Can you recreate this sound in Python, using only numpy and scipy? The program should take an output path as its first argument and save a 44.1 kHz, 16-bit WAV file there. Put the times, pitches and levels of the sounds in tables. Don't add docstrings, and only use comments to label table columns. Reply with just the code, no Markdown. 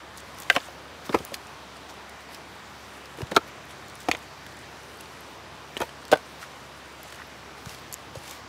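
import sys
import numpy as np
from scipy import signal
from scipy.io import wavfile

SR = 44100
rng = np.random.default_rng(int(sys.argv[2]) if len(sys.argv) > 2 else 0)


def linear_from_db(decibels):
    return 10 ** (np.asarray(decibels, float) / 20)


def transcribe(signal):
    frames = np.atleast_2d(signal).T
    limited = np.clip(frames, -1, 1)
    pcm = np.round(limited * 32767).astype(np.int16)
    wavfile.write(sys.argv[1], SR, pcm)


N = 374004


def at_hz(points, hz):
    curve_hz, curve_db = np.array(points)[:, 0], np.array(points)[:, 1]
    return np.interp(np.log(hz), np.log(curve_hz), curve_db)


def rms_one(x):
    return x / np.sqrt(np.mean(x ** 2) + 1e-20)


def peak_one(x):
    return x / np.abs(x).max()


def dying(t60, count):
    return linear_from_db(-60 * np.arange(count) / (SR * max(t60, .001)))


def drift(rate):
    r = np.exp(-80 * np.pi * rate / SR)
    slow = signal.lfilter([1], [1, -2 * r, r * r], rng.standard_normal(N // 40 + 2002))[2000:]
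    return np.interp(np.arange(N) / 40, np.arange(len(slow)), rms_one(slow))


def ring(force, hz, width):
    r, w = np.exp(-np.pi * width / SR), 2 * np.pi * hz / SR
    return signal.lfilter([0, np.sin(w)], [1, -2 * r * np.cos(w), r * r], force)


def add(out, s, x):
    i = round(s * SR)
    out[i:i + len(x)] += x[:N - i]


def bandpass(x, order, low, high):
    return signal.sosfilt(signal.butter(order, [low, high], "band", fs=SR, output="sos"), x)


def highpass(x, order, hz):
    return signal.sosfilt(signal.butter(order, hz, "high", fs=SR, output="sos"), x)


def banded(white, spectrum, patchy_db, rate):
    out, edges = 0, 24 * 2 ** np.arange(0, 9.6, 1 / 3)
    for k, (low, high) in enumerate(zip(edges, edges[1:])):
        if low > .8 * spectrum[0][0]:
            band = bandpass(white[k % 2], 2, low, high)
            level_db = at_hz(spectrum, np.sqrt(low * high)) + patchy_db * drift(rate)
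            out = out + linear_from_db(level_db) * band
    return rms_one(out)


def swells(rows):
    t = np.arange(0, N, 64) / SR
    gain = sum(linear_from_db(db) * np.exp(-((t - s) / half) ** 2) for s, db, half in rows)
    return np.interp(np.arange(N) / SR, t, gain)


def touch(modes, noise, crack_db, softness_ms, chatter_s, chatter_db):
    contact_damping_hz, wood_loss = 65, .016
    count = len(noise[0])
    force = linear_from_db(chatter_db + 2.0) * noise[0] * dying(chatter_s, count)
    force[0] = 1
    r = np.exp(-1000 / (SR * max(softness_ms, .005)))
    force = signal.lfilter([1], [1, -2 * r, r * r], force)
    body = 0
    for k, (hz, width, db) in enumerate(modes):
        width = width + contact_damping_hz + wood_loss * hz
        drive = linear_from_db(db + noise[2, k]) * width * (1 + hz / 1500)
        body = body + (-1) ** k * drive * ring(force, hz, width)
    crush = noise[1] * dying(1.06 * chatter_s, count) * (1 - dying(0.00075, count))
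    crack = bandpass(crush, 1, 1500, 5000)
    return peak_one(body) + linear_from_db(crack_db) * peak_one(crack)


def firewood():
    # (t/s, peak level/dB, crack over knock/dB, softness/ms)
    thin_split = [
        ([(560, 33, 0.5), (826, 200, -28), (1040, 100, -17), (1586, 76, 6.5), (1770, 45, 1), (2030, 70, -0.5), (2727, 45, 1.5), (3120, 97, -7.5), (3630, 120, -8.5), (4400, 150, -17), (4850, 200, -22), (6700, 300, -42)], [(.4996, -3, -9, 0.0082), (.502, -5, -24, 0.051), (.5045, -10, -27, 0.11), (.5088, -19, -14, 0.12), (.515, -30, -20, 0.56), (.527, -33, -14, .05)]),
        ([(526, 78, -9), (700, 55, -3), (1080, 60, -8.5), (1610, 58, -8), (1800, 51, -7), (2280, 140, -11), (2720, 83, -8.5), (3070, 51, -7), (3570, 35, -13), (4200, 49, -18), (5260, 64, -22), (5800, 64, -30)], [(.552, -22, -7, 0.07), (.557, -19, -14, 0.099), (.5625, -5.5, -15, 0.088), (.566, -12, -18, 0.14), (.571, -19.5, -25, 0.46), (.580, -23.5, -14, 0.072), (.606, -36, -20, .1), (.684, -33, -30, 0.31)]),
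    ]
    barked_log = [
        ([(296, 770, 3), (530, 84, 6.5), (1120, 290, -7.5), (1740, 100, -8.5), (2190, 77, -14), (3770, 150, -7), (5110, 88, -13)], [(1.0935, -21, -21, 0.1), (1.0965, -19.5, -25, 0.3), (1.104, -28, -35, .5), (1.203, -23, -35, 0.6), (1.319, -29, -28, 0.4)]),
        ([(350, 70, -2.5), (540, 55, -4), (783, 28, -7), (1030, 46, -2.5), (1200, 70, -3.5), (1330, 45, -9), (1740, 130, -10.5), (2200, 60, -6), (2370, 120, -9), (2720, 120, -11), (3600, 200, -29), (4860, 300, -14), (6800, 300, -33)], [(1.125, -33, 0, 0.03), (1.129, -29, -13, 0.039), (1.139, -22, -16, .4), (1.1422, -12.5, -27, 0.47), (1.1452, -4, -16, 0.19), (1.1515, -21, -25, .25), (1.157, -23, -23, 0.11), (1.134, -28, -8, .05), (1.168, -30, -21, 0.25), (1.1485, -14.5, -22, 0.16)]),
    ]
    thick_billet = [
        ([(300, 78, -3), (490, 70, -5), (665, 43, -8), (940, 45, -9), (1780, 220, -10.5), (3820, 63, -8.5), (3870, 84, -32), (6260, 83, -28)], [(3.184, -30, -16, .31), (3.205, -25.5, -24, 0.28), (3.2175, -26, -3, 0.086), (3.269, -37, -2, 0.062), (3.3135, -27, -3, 0.4), (3.3175, -19.5, -16, 0.15), (3.321, -26, -12, .2), (3.326, -31, -19, 0.57)]),
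        ([(300, 45, -12), (473, 51, -7.5), (640, 90, -9), (910, 70, -10), (1190, 60, -12), (1290, 40, 4.5), (1650, 110, -10.5), (2320, 70, -8), (2550, 67, -11), (3185, 120, -10.5), (3750, 150, -10), (4260, 200, -11), (6400, 270, -21), (7850, 300, -36)], [(3.347, -32, 0, 0.3), (3.354, -25, -7, 0.26), (3.364, -3.5, -8, 0.012), (3.3668, -3, -24, 0.12), (3.3691, -7.5, -13.5, 0.19), (3.3714, -12, -20, 0.16), (3.3744, -11, -18, 0.12), (3.378, -24, -22, .3), (3.384, -28, -22, 0.35)]),
    ]
    flat_slab = [
        ([(253, 130, -9), (715, 75, 8.5), (1390, 130, -5), (1930, 110, -11), (2200, 87, -8), (2460, 130, -4), (2750, 74, -19), (3600, 190, -22), (4230, 180, -27), (6350, 300, -15)], [(4.0858, -10, -11, 0.12), (4.0915, -20, -34, 0.78), (4.100, -29, -8, 0.15), (4.136, -26, -10, 0.7), (4.0886, -14, -12, .1)]),
        ([(269, 98, -1), (675, 90, -28), (1400, 430, -6.5), (1830, 98, 1.5), (2400, 110, 5), (3120, 280, -0.5), (4450, 500, -8), (4700, 110, -6.5), (3550, 250, 0), (5940, 91, -21), (6600, 300, -7)], [(4.114, -4.5, -13, 0.023), (4.1165, -16, -23, 0.083), (4.131, -26, -18, 0.082), (4.1485, -19, -22, 0.12)]),
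    ]
    narrow_stick = [
        ([(361, 150, 0.5), (920, 130, -1.5), (1790, 170, -2), (3030, 100, 5.5), (3960, 69, -3), (4270, 110, -20), (4750, 96, -25), (5650, 79, -26), (8060, 170, -6)], [(5.7678, -16, -32, 0.072), (5.773, -31, 4, .088), (5.891, -33.5, -9, 0.065)]),
        ([(352, 97, -13), (517, 70, -8), (687, 20, -5), (915, 13, -1.5), (1390, 78, -10), (1750, 84, -13.5), (2520, 48, -9.5), (3100, 59, -14), (3300, 76, -10.5), (4100, 71, -16), (5230, 95, -29), (5870, 44, -18)], [(5.8035, -19.5, -32, 0.13), (5.8062, -19, -18, 0.4), (5.8145, -25.5, 1, 0.1), (5.8178, -15.5, -9, 0.11), (5.821, -26, -19, 0.1), (5.830, -26, -6, 0.17), (5.838, -34, -9, 0.25)]),
    ]
    resin_log = [
        ([(305, 51, -7), (462, 52, -1.5), (582, 44, 2.5), (794, 31, 0), (1080, 41, -6), (1530, 15, -1), (1870, 60, -13), (2070, 140, -10.5), (2870, 320, -12.5), (3440, 140, -10), (4300, 200, -20), (5230, 200, -22)], [(6.1155, -16, 1, 0.5), (6.119, -22, 0, 0.78), (6.123, -29, 5, 0.18), (6.1262, -2, -27, 0.17), (6.1327, -2, -17, 0.12), (6.1393, -9.5, -30, 0.12), (6.146, -25, -13, 0.19), (6.155, -21.5, -12, 0.12), (6.172, -32, 1, 0.046)]),
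        ([(1380, 120, 1), (1900, 70, 0), (2540, 180, -17)], [(6.428, -27, -24, .03), (6.438, -26, -22, 0.044), (7.124, -33, 2, .02), (7.1995, -28, -38, 0.056), (7.218, -29, -40, 0.16), (7.187, -34, -30, 0.17)]),
    ]
    out = np.zeros(N)
    for modes, touches in thin_split + barked_log + thick_billet + flat_slab + narrow_stick + resin_log:
        for (s, db, crack_db, softness_ms), noise in zip(touches, rng.standard_normal(size=(10, 3, 4000))):
            chatter_db = -20 + 0.38 * crack_db - 0.55 * db
            chatter_s = 0.022 + 0.049 * softness_ms
            add(out, s, linear_from_db(db) * touch(modes, noise, crack_db, softness_ms, chatter_s, chatter_db))
    return highpass(out + 1e-18, 2, 150)


def thuds():
    # t/s, peak level/dB, f/Hz, t60/s
    soil_thumps = [(0.565, -24, 283, 0.088), (1.148, -33.5, 95, 0.093), (3.224, -23, 128, 0.086),
                   (3.369, -21, 270, 0.1), (4.091, -28, 163, 0.014), (5.809, -37, 101, 0.065),
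                   (6.131, -29, 171, 0.08), (7.665, -30, 152, 0.045), (8.155, -28, 544, 0.063),
                   (8.165, -30.5, 131, 0.072), (7.051, -32.5, 704, 0.017), (8.025, -37, 655, .04)]
    out = np.zeros(N)
    for s, db, hz, t60 in soil_thumps:
        push = np.diff(np.r_[np.hanning(round(SR / hz)), np.zeros(8000)])
        add(out, s, linear_from_db(db) * peak_one(ring(push, hz, 5.2 / max(t60, .01))))
    return out


def ticks():
    # t/s, peak level/dB, f/Hz, t60/s
    twig_snaps = [(1.2505, -18, 17000, .003), (1.342, -18, 5000, .01), (7.9268, -17, 12500, .003),
                  (1.3425, -21, 3500, .014), (7.9415, -14, 7500, .0025), (7.933, -24, 12500, .003),
                  (4.5905, -36, 10200, .008)]
    # t/s, peak level/dB, f/Hz
    splinters = [(0.175, -29, 11400), (0.181, -31, 6500), (.386, -32, 6300), (.401, -25, 13500),
                 (0.421, -29, 8150), (.433, -32, 6380), (1.188, -29, 6300), (1.368, -40, 10700),
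                 (1.47, -33.5, 9000), (2.0953, -34.5, 10200), (2.346, -30, 5440), (3.0573, -34, 5930),
                 (3.8831, -36, 7100), (3.954, -35, 11000), (4.004, -32, 8400), (4.4648, -30, 3600),
                 (.3454, -41, 13000), (5.009, -31, 13400), (5.207, -37, 13100), (6.0526, -29.5, 5670),
                 (4.832, -41, 10000), (7.031, -30, 13700), (7.659, -30, 7000), (7.694, -28.5, 5900),
                 (7.747, -34, 4500), (8.1533, -35, 6820), (7.157, -38, 11100), (8.278, -33, 5810),
                 (8.296, -31, 7060), (8.31, -26, 7740), (1.2776, -47, 12000), (1.318, -41, 11000),
                 (1.94, -45, 12000), (2.553, -46, 12100), (3.1743, -40, 12000), (3.351, -34, 13000),
                 (3.6532, -41, 13000), (3.899, -37, 9000), (4.031, -36, 7740), (4.169, -36, 9900),
                 (4.189, -40, 12000), (4.5696, -41, 10500), (4.973, -41, 13000), (5.803, -26, 11000),
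                 (6.0812, -35, 8900), (7.081, -40, 12000), (7.104, -43, 11000), (7.146, -35, 3000),
                 (7.581, -39, 2630), (7.787, -36, 4000), (8.185, -41, 11000), (8.2358, -38, 8000),
                 (.203, -36, 8800)]
    tick_t60_s = 0.013
    events = list(twig_snaps) + [(*splinter, tick_t60_s) for splinter in splinters]
    out = np.zeros(N)
    for (s, db, hz, t60), noise in zip(events, rng.standard_normal(size=(60, 2000))):
        burst = noise * dying(t60, count=2000)
        burst[0] = 3
        broad = highpass(burst, 3, 0.4 * hz)
        broad = signal.sosfilt(signal.butter(1, min(1.3 * hz, 16000), fs=SR, output="sos"), broad)
        ringing = peak_one(ring(burst, hz, 0.1 * hz))
        add(out, s, linear_from_db(db) * peak_one(peak_one(broad) + 0.5 * ringing))
    return out


def slivers():
    # t/s, peak level/dB, f/Hz, t60/s
    pings = [(.5525, -31, 7500, .012), (.552, -29, 4300, .012), (.6025, -33, 4800, .01),
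             (.602, -33, 3500, .012), (1.0938, -30, 3770, .012), (1.129, -27, 1500, .015),
             (1.344, -27, 4400, .012), (4.126, -27, 3050, .012), (4.149, -29, 3600, .01),
             (4.087, -33, 6400, .015), (4.988, -41, 4600, .02), (5.006, -41, 2750, .02),
             (5.057, -40, 2400, .02), (5.057, -43, 4600, .02), (5.8035, -21, 1370, .015),
             (6.1175, -30, 7800, .015), (.4995, -26, 6400, .01), (.528, -32, 3000, .012),
             (1.19, -36, 3200, .015), (7.271, -45, 12500, .015), (7.93, -35, 4500, .015),
             (7.659, -36, 1500, .012), (3.2175, -32, 2900, .015)]
    out = np.zeros(N)
    for (s, db, hz, t60), noise in zip(pings, rng.standard_normal(size=(30, 2000))):
        slips = ring(noise * dying(.6 * t60, count=2000), hz, 4.0 / t60)
        add(out, s, linear_from_db(db) * peak_one(ring(slips, hz, .3 * hz)))
    return out


def rustle():
    # t/s, level/dB
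    busyness = [(0.0, -68), (.4, -54.5), (.9, -61), (1.25, -53.5), (1.9, -65), (2.9, -56.5), (3.66, -61),
                (4.04, -55), (4.3, -58.5), (5.15, -55.5), (5.48, -63.5), (6.31, -55), (7.75, -64.5),
                (8.03, -58), (8.48, -77)]
    # f/Hz, level/dB per Hz
    cloth_colour = [(1200, 7.5), (3000, 7), (6000, 3.5), (9000, 1.5), (13500, -5.5), (16000, -2)]
    # middle t/s, level/dB, half length/s
    brushes = [(.186, -49, 0.021), (.413, -54, .041), (.54, -43, 0.038), (.646, -51, 0.042),
               (1.06, -44.5, 0.012), (1.15, -50, 0.058), (1.346, -38, 0.0081), (1.9, -48, 0.014),
               (2.34, -51, 0.031), (3.48, -52, 0.013), (3.706, -52, 0.018), (4.017, -52, 0.009),
               (1.768, -51, .006), (5.823, -53, 0.055), (6.425, -45.5, 0.019), (7.084, -56, 0.076),
               (7.72, -53.5, 0.14), (7.94, -47, 0.0096), (8.163, -52, .016), (8.3, -50, 0.098),
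               (3.195, -50, .02), (4.228, -56, .012), (2.96, -60, 0.026), (2.21, -58, .02),
               (5.32, -62, .05), (1.225, -66, .015)]
    # middle t/s, level/dB, half length/s
    scuffs = [(2.35, -60, .02), (5.007, -50, 0.008), (6.42, -71, 0.037), (7.14, -56, 0.13),
              (7.71, -46, 0.044), (8.16, -70, .02), (8.3, -46, 0.074)]
    level = linear_from_db(np.interp(np.arange(N) / SR, *np.transpose(busyness)) - 0.5) + swells(brushes)
    sizes = linear_from_db(4.3 * np.minimum(rng.exponential(1, (2, N)), 5)) * rng.choice([-1, 1], (2, N))
    clumps = .3 * linear_from_db(.8 * drift(60))
    grains = sizes * (rng.random((2, N)) < clumps)
    cloth = level * banded(grains, cloth_colour, patchy_db=2.2, rate=12)
    grit = bandpass(grains[0, ::-1], 1, 1300, 5000)
    return cloth + swells(scuffs) * rms_one(grit)


def peep():
    # start t/s, end t/s, from f/Hz, to f/Hz, level/dB
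    call = (7.87, 8.03, 13300, 10300, -66)
    start, end, from_hz, to_hz, db = call
    out = np.zeros(N)
    hz = np.linspace(from_hz, to_hz, round((end - start) * SR))
    tone = np.sin(2 * np.pi * np.cumsum(hz) / SR)
    add(out, start, linear_from_db(db) * np.hanning(len(hz)) ** .5 * tone)
    return out


def yard(x):
    t60_s, tail_db = .3, -34
    tail = signal.lfilter([.4], [1, -.6], rng.standard_normal(12000)) * dying(t60_s, count=12000)
    tail = np.r_[np.zeros(200), tail / np.sqrt(np.sum(tail ** 2))]
    return x + linear_from_db(tail_db) * signal.fftconvolve(x, tail)[:N]


def distance():
    # f/Hz, level/dB per Hz
    wash_colour = [(25, -33), (47, -27), (80, -0.5), (1130, 0.5), (5280, -13), (10700, -28.5),
                   (14000, -31.5), (16000, -52)]
    # multiple of the idle rate, rms level/dB, wander/dB
    idle_orders = [(2, -59.5, 0.5), (3, -70, 4.2), (3.5, -73, 4), (4, -66, 4)]
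    wash_db, idle_hz = -44.5, 34.8
    wash = banded(rng.standard_normal((2, N)), wash_colour, patchy_db=1.0, rate=2.5)
    turns = np.cumsum(idle_hz * (1 + 0.00585 * drift(0.64))) / SR
    idle = np.zeros(N)
    for k, db, wander_db in idle_orders:
        level = linear_from_db(db + wander_db * drift(0.41))
        idle += level * np.sqrt(2) * np.sin(2 * np.pi * k * turns)
    return linear_from_db(wash_db) * wash + idle


def scene():
    near = yard(firewood() + ticks())
    return (near + thuds() + rustle() + peep() + distance() + slivers())[None]


def band_limit(x):
    return signal.sosfilt(signal.butter(12, 16960, fs=SR, output="sos"), x)


def record(dry):
    x = dry / (1 + np.abs(dry / .92) ** 6) ** (1 / 6)
    x = highpass(x, 5, 56)
    x = signal.sosfilt(signal.ellip(9, .2, 45, 15650, fs=SR, output="sos"), x)
    return band_limit(x)


dry = scene()
out = record(dry)
transcribe(out)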